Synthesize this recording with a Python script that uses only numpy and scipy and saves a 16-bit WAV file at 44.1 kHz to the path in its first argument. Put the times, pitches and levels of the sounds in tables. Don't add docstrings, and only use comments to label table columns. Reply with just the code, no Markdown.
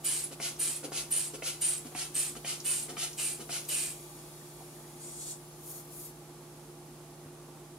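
import sys
import numpy as np
from scipy import signal
from scipy.fft import rfft, irfft, next_fast_len
from scipy.io import wavfile
from scipy.ndimage import uniform_filter1d

SR = 44100
rng = np.random.default_rng(int(sys.argv[2]) if len(sys.argv) > 2 else 0)


def transcribe(signal):
    frames = np.atleast_2d(signal).T
    limited = np.clip(frames, -1, 1)
    pcm = np.round(limited * 32767).astype(np.int16)
    wavfile.write(sys.argv[1], SR, pcm)


N = 343098
T = np.arange(N) / SR

# t/s, duration/s, rubber level/dB, air puff level/dB
DENTS = [(0.31, 0.026, -46.5, -39), (0.827, 0.035, -40.5, -36.5), (0.875, 0.016, -41, -50),
         (1.333, 0.025, -42, -34), (1.38, 0.021, -49, -49), (1.846, 0.032, -47, -42.5),
         (1.914, 0.017, -42.5, -62), (2.351, 0.024, -38.5, -39.5), (2.882, 0.03, -39.5, -35),
         (2.92, 0.028, -44.5, -51), (3.394, 0.031, -43, -39)]
# t/s, rush level/dB, knock level/dB, snap level/dB
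SQUEEZES = [(0.399, -35, -29, -42), (0.918, -35, -27, -55), (1.422, -35, -35, -34), (1.949, -36, -27, -40),
            (2.446, -36, -34, -34), (2.968, -34, -29, -36), (3.492, -35, -25.5, -40)]
# t/s, duration/s, rush level/dB, whistle level/dB, whistle lag/s,
# opening chirp level/dB, closing chirp level/dB
REFILLS = [ (0.046, .191, -40, -32.5, 0.0042, -29, -26.5), (0.594, .164, -40.5, -31, 0.0015, -37, -30.5),
           (1.111, 0.16, -41, -29.5, 0.0025, -30, -33), (1.612, 0.16, -41, -28.5, 0.0032, -38, -33),
           (2.148, 0.14, -40.5, -28.5, .001, -39, -43.5), (2.648, .179, -40.5, -31, 0.0022, -39, -31.5),
           (3.179, .148, -40.5, -35.5, .026, -46, -34), (3.688, 0.21, -40, -33.5, 0.012, -34, -37), ]


def undb(db):
    return 10 ** (np.asarray(db) / 20)


def unit(x):
    return x / np.sqrt(np.mean(x ** 2) + 1e-20)


def jitter(rate_hz):
    knots = rng.standard_normal(N // 16)
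    return np.sqrt(3 / 2) * np.interp(T * rate_hz, np.arange(len(knots)), knots)


def noise(spectrum):
    hz, db = np.transpose(spectrum)
    size = next_fast_len(N)
    f = np.fft.rfftfreq(size, 1 / SR)
    gain = undb(np.interp(np.log(f + 1), np.log(hz), db))
    return unit(irfft(rfft(rng.standard_normal(size)) * gain)[:N])


def resonance(x, hz, width_hz):
    return signal.lfilter(*signal.iirpeak(hz, hz / width_hz, fs=SR), x + 1e-18)


def whistle(hz, width_hz):
    lowpass = signal.butter(2, width_hz / 2, fs=SR, output="sos")
    slow = signal.sosfilt(lowpass, rng.standard_normal((2, N)))
    carrier = np.exp(2j * np.pi * np.cumsum(hz * np.ones(N)) / SR)
    return unit(np.real((slow[0] + 1j * slow[1]) * carrier))


def gain_curve(points):
    times, db = np.transpose(points)
    inside = uniform_filter1d(1. * ((T >= times[0]) & (T <= times[-1])), size=128)
    return inside * undb(np.interp(T, times, db))


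def bursts(times, lengths, levels_db, rise_s):
    gain = np.zeros(N)
    for start, length, db in zip(times, lengths, levels_db):
        span = slice(int(start * SR), int((start + 2 * length) * SR))
        age = T[span] - T[span][0]
        gain[span] += undb(db) * (1 - np.exp(-age / rise_s)) * np.exp(-(age / length) ** 4)
    return gain


def swell(start, length, attack_s, crest, droop_db, release_db_per_s):
    age = T - start
    arch = np.square((np.clip(age / length, 0, 1) - crest) / (1 - crest))
    opening = .5 * (1 + np.tanh(age / attack_s))
    return opening * undb(-droop_db * arch - release_db_per_s * np.clip(age - length, 0, 1))


def pan(right_db):
    return undb(np.array([[-right_db], [right_db]]) / 2)


def room(x, wet_db, t60_s, lag_s, shift_hz=3):
    age = T[:SR // 4]
    echo = rng.standard_normal((2, 2, len(age))) * undb(-60 * age / t60_s) * (age > .001)
    lowpass = signal.butter(1, 750, fs=SR, output="sos")
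    echo[:, 1] += signal.sosfilt(lowpass, echo[:, 0] - echo[:, 1])
    echo *= undb(wet_db) / np.sqrt(np.sum(echo ** 2, axis=2, keepdims=True))
    first, second = signal.fftconvolve(x[None, None], echo, axes=2)[..., :N]
    blend = np.pi / 2 * jitter(shift_hz)
    direct = np.array([np.roll(x, int(round(lag_s * SR))), x])
    return (direct + np.cos(blend) * first + np.sin(blend) * second) / np.sqrt(1 + undb(2 * wet_db))


def background(air_db=-54.5, wide_hz=1800, waver_db=0.04):
    # f/Hz, rms level/dB
    partials = [(50, -71.5), (120, -68.5), (150, -55), (168.3, -66.5), (350, -56.5), (359.8, -63.5),
                (450, -69.5), (550, -99), (600, -74.5), (674, -69.5), (1156, -72), (1200, -82)]
    # f/Hz, level/dB
    air_spectrum = [(25, -34), (45, -7), (62, 1.5), (85, -16), (150, -9.5), (230, 2), (290, 4), (400, -1),
                    (700, -5), (840, -0.5), (950, -7), (1250, -9.5), (1750, -16), (3500, -19),
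                    (10500, -18.5), (15500, -31)]
    hum = sum(np.sqrt(2) * undb(db + waver_db * jitter(3.05))
              * np.sin(2 * np.pi * (hz * T + rng.random())) for hz, db in partials)
    mid = noise(air_spectrum) * undb(.5 * jitter(6.6))
    side = signal.sosfilt(signal.butter(1, wide_hz, "high", fs=SR, output="sos"), noise(air_spectrum))
    return hum + undb(air_db) * np.array([mid + side, mid - side])


def handling(waver_hz=110):
    # t/s, duration/s, level/dB, f/Hz
    creaks = [(4.412, 0.012, -58, 1780), (4.604, .014, -49, 830), (4.762, 0.0093, -56, 1780),
              (4.841, 0.009, -58, 1750)]
    # t/s, duration/s, level/dB
    bumps = [(7.228, 0.073, -51)]
    waver = 2 * np.pi * np.cumsum(waver_hz * jitter(500)) / SR
    creak = sum(bursts([start], [length], [db], rise_s=0.0018)
                * np.sqrt(2) * np.sin(2 * np.pi * hz * T + waver) for start, length, db, hz in creaks)
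    thud = noise([(40, -17), (130, -2), (260, -5), (600, -16), (2000, -24), (8000, -55)])
    return creak + bursts(*np.transpose(bumps), rise_s=.015) * thud


def bleed_valve(seep_db=1, hiss_db=2, thin_db=2):
    # t/s, level/dB
    seep_levels = [(0, -56.5), (3.9, -51), (4.3, -54), (5.5, -57), (6.1, -60), (6.7, -61), (7.3, -62.5),
                   (7.78, -63)]
    hiss_levels = [(4.96, -62), (5.038, -48), (5.134, -48.5), (5.316, -41), (5.4, -71)]
    # t/s, duration/s, level/dB
    easings = [(5.62, 0.16, -46.5), (5.898, 0.16, -47.5)]
    # f/Hz, level/dB
    seep_spectrum = [(1500, -7), (3500, -4.5), (5200, -2.5), (7200, 0), (10500, 3.5), (13000, -2),
                     (15500, -10.5)]
    hiss_spectrum = [(2000, -23), (3500, -13), (5500, -7.5), (7000, -1.5), (8200, 3.5), (9800, -4),
                     (12000, -11), (15500, -22)]
    thin_spectrum = [(3000, -18), (5000, -7.5), (8000, 0), (10800, 2), (13000, 2), (15500, -8.5)]
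    seep = undb(seep_db) * gain_curve(seep_levels) * noise(seep_spectrum)
    hiss = undb(hiss_db) * gain_curve(hiss_levels) * noise(hiss_spectrum)
    eased = sum(undb(db) * swell(at, length, attack_s=0.058, crest=0.59, droop_db=2, release_db_per_s=220)
                for at, length, db in easings)
    thin = undb(thin_db) * eased * noise(thin_spectrum)
    return seep + (hiss + thin) * undb(1.3 * jitter(60))


def cupped_hand(x, hz=2560, width_hz=420, lift_db=-2):
    return np.array([x[0], x[1] + undb(lift_db) * resonance(x[1], hz, width_hz)])


def wall(force, popped=False):
    # f/Hz, bandwidth/Hz, level when dented/dB, level when popped/dB
    modes = [(301, 67, -5.5, 0), (420, 123, 2.5, 0), (734, 90, -4.5, 5), (1260, 660, -9, -10)]
    return sum(undb(pop_db if popped else dent_db) * resonance(force, hz, width_hz)
               for hz, width_hz, dent_db, pop_db in modes)


def rubber(knock_db=1, knock_delay_s=0.00208, snap_s=0.0039, tick_s=0.0051, dent_trim_db=-1, grain_db=2):
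    # t/s, level/dB
    ticks = [(0.562, -44), (2.6, -34), (3.13, -36.5), (3.648, -40)]
    tick_at, tick_db = np.transpose(ticks)
    dent_at, dent_s, dent_db, _ = np.transpose(DENTS)
    pop_at, _, peak_db, snap_db = np.transpose(SQUEEZES)
    slips = noise([(100, -36), (250, 4.5), (1500, -8.5), (5000, -10)]) * undb(grain_db * jitter(300))
    pressing = bursts(dent_at, dent_s, dent_db + dent_trim_db, rise_s=.001)
    dent = wall(slips * pressing) / np.std(wall(slips))
    blows = np.zeros(N)
    blows[((pop_at + knock_delay_s) * SR).astype(int)] = undb(peak_db)
    knock = wall(uniform_filter1d(blows, size=12), popped=True)
    knock *= undb(knock_db + peak_db.max()) / np.abs(knock).max()
    snap = bursts(pop_at, np.full(len(pop_at), snap_s), snap_db, rise_s=0.00053)
    snap *= noise([(120, -22), (500, 10), (1400, 1), (2300, 8), (3200, 4), (4500, -30), (14000, -30)])
    tick = bursts(tick_at, np.full(len(ticks), tick_s), tick_db, rise_s=0.002)
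    tick *= noise([(1500, -17), (6000, 18), (14000, -17)])
    return dent + knock + snap + tick


def squeeze(rush_db=2, tube_hz=2980, tube_db=-15):
    # f/Hz, level/dB
    jet_spectrum = [(250, -25), (500, -8.5), (780, -5), (1000, -16), (1330, -4), (1600, -7.5), (2100, -3),
                    (2950, -3), (3350, -0.5), (5800, 1), (8400, 2), (9500, 6), (11500, -2.5), (14000, -17),
                    (15500, -29)]
    flow = sum(undb(db) * swell(at, 0.1, attack_s=0.0073, crest=.55, droop_db=7.5, release_db_per_s=220)
               for at, db, *_ in SQUEEZES)
    dent_at, dent_s, _, puff_db = np.transpose(DENTS)
    flow += bursts(dent_at, dent_s, puff_db, rise_s=0.024)
    air = noise(jet_spectrum) + undb(tube_db) * whistle(tube_hz, width_hz=290)
    return undb(rush_db) * flow * air * undb(1.3 * jitter(220))


def flap_chirps(open_hz=12300, open_s=0.0132, open_fall=0.19, open_lead_s=0.0044,
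                close_hz=9900, close_s=.013, close_fall=0.058, trim_db=1, rough_db=3, waver_hz=300):
    chirps = np.zeros(N)
    waver = waver_hz * jitter(900)
    for start, length, *_, open_db, close_db in REFILLS:
        opens = start - open_lead_s, open_s, open_hz, open_fall, open_db
        settles = start + length, close_s, close_hz, close_fall, close_db
        for at, lasts, hz, fall, db in opens, settles:
            progress = np.linspace(0, 1, int(lasts * SR))
            span = slice(int(at * SR), int(at * SR) + len(progress))
            phase = 2 * np.pi * np.cumsum(hz * (1 + fall * (.5 - progress)) + waver[span]) / SR
            chirps[span] += undb(db + trim_db) * np.sin(np.pi * progress) * np.sin(phase)
    return chirps * unit(undb(rough_db * jitter(700)))


def suction():
    return sum(undb(db) * swell(at, length, attack_s=0.0081, crest=0.28, droop_db=7, release_db_per_s=230)
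               for at, length, db, *_ in REFILLS)


def singing():
    return sum(undb(db) * swell(at + lag, length, attack_s=0.0011 + lag, crest=0.046,
                                droop_db=17, release_db_per_s=350)
               for at, length, _, db, lag, *_ in REFILLS)


def refill(rush_db=7, wall_db=-14, neck_hz=2980, neck_db=-7,
           whistle_hz=9300, whistle_db=1, waver_hz=130, sag_hz=2200, crest=0.28, flutter_db=3,
           upper_hz=13400, upper_db=-14,
           hollow_hz=2520, hollow_fall_hz=350, hollow_db=-7.5, hollow_step_db=2.5, hollow_fade_db=7):
    # f/Hz, level/dB
    jet_spectrum = [(300, -15), (700, -11.5), (1400, -6.5), (2100, -3.5), (3400, -2), (4300, 1),
                    (5800, -0.5), (7300, 6), (8600, 10), (10300, 4), (12000, -4.5), (13100, 1), (14200, -7),
                    (15500, -25)]
    start, length, _, _, lag, _, _ = np.transpose(REFILLS)
    stroke = np.maximum(np.searchsorted(start, T) - 1, 0)
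    filled = np.clip((T - start[stroke]) / length[stroke], 0, 1)
    sag = sag_hz * np.square(filled - crest - (lag / length)[stroke])
    bend = waver_hz * (jitter(60) + jitter(14)) - sag
    tone = unit(whistle(whistle_hz + bend, width_hz=520) * undb(flutter_db * jitter(260)))
    upper = undb(upper_db) * whistle(upper_hz + bend + 380 * jitter(35), width_hz=400)
    neck = undb(neck_db) * (1 - filled) * whistle(neck_hz, width_hz=100)
    hollow = whistle(hollow_hz + hollow_fall_hz * np.square(1 - filled), width_hz=430)
    strokes_left = stroke.max() - stroke
    hollow *= undb(hollow_db - hollow_step_db * strokes_left - hollow_fade_db * np.square(filled))
    rumble = noise([(100, -46), (280, 2), (600, -2), (1500, -37), (6000, -50)])
    rumble *= undb(wall_db) * (1 - filled)
    rush = undb(rush_db) * noise(jet_spectrum) * undb(0.96 * jitter(200))
    return suction() * (rush + upper + neck + hollow + rumble) + undb(whistle_db) * singing() * tone


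def scene():
    inlet = room(refill() + flap_chirps(), wet_db=-1, t60_s=0.13, lag_s=.000023)
    outlet = room(squeeze() + rubber() + handling(), wet_db=0.5, t60_s=.11, lag_s=.000045)
    escape = room(bleed_valve(), wet_db=7, t60_s=0.076, lag_s=.0002)
    bulb = cupped_hand(pan(right_db=1) * inlet + pan(right_db=-0.4) * outlet)
    return bulb + pan(right_db=-1.6) * escape + pan(right_db=1.73) * background()


def record(dry, bass_cut_hz=32, top_cut_hz=15700):
    thinned = signal.sosfilt(signal.butter(4, bass_cut_hz, "high", fs=SR, output="sos"), dry)
    return signal.sosfilt(signal.ellip(10, .2, 80, top_cut_hz, fs=SR, output="sos"), thinned)


dry = scene()
out = record(dry)
transcribe(out)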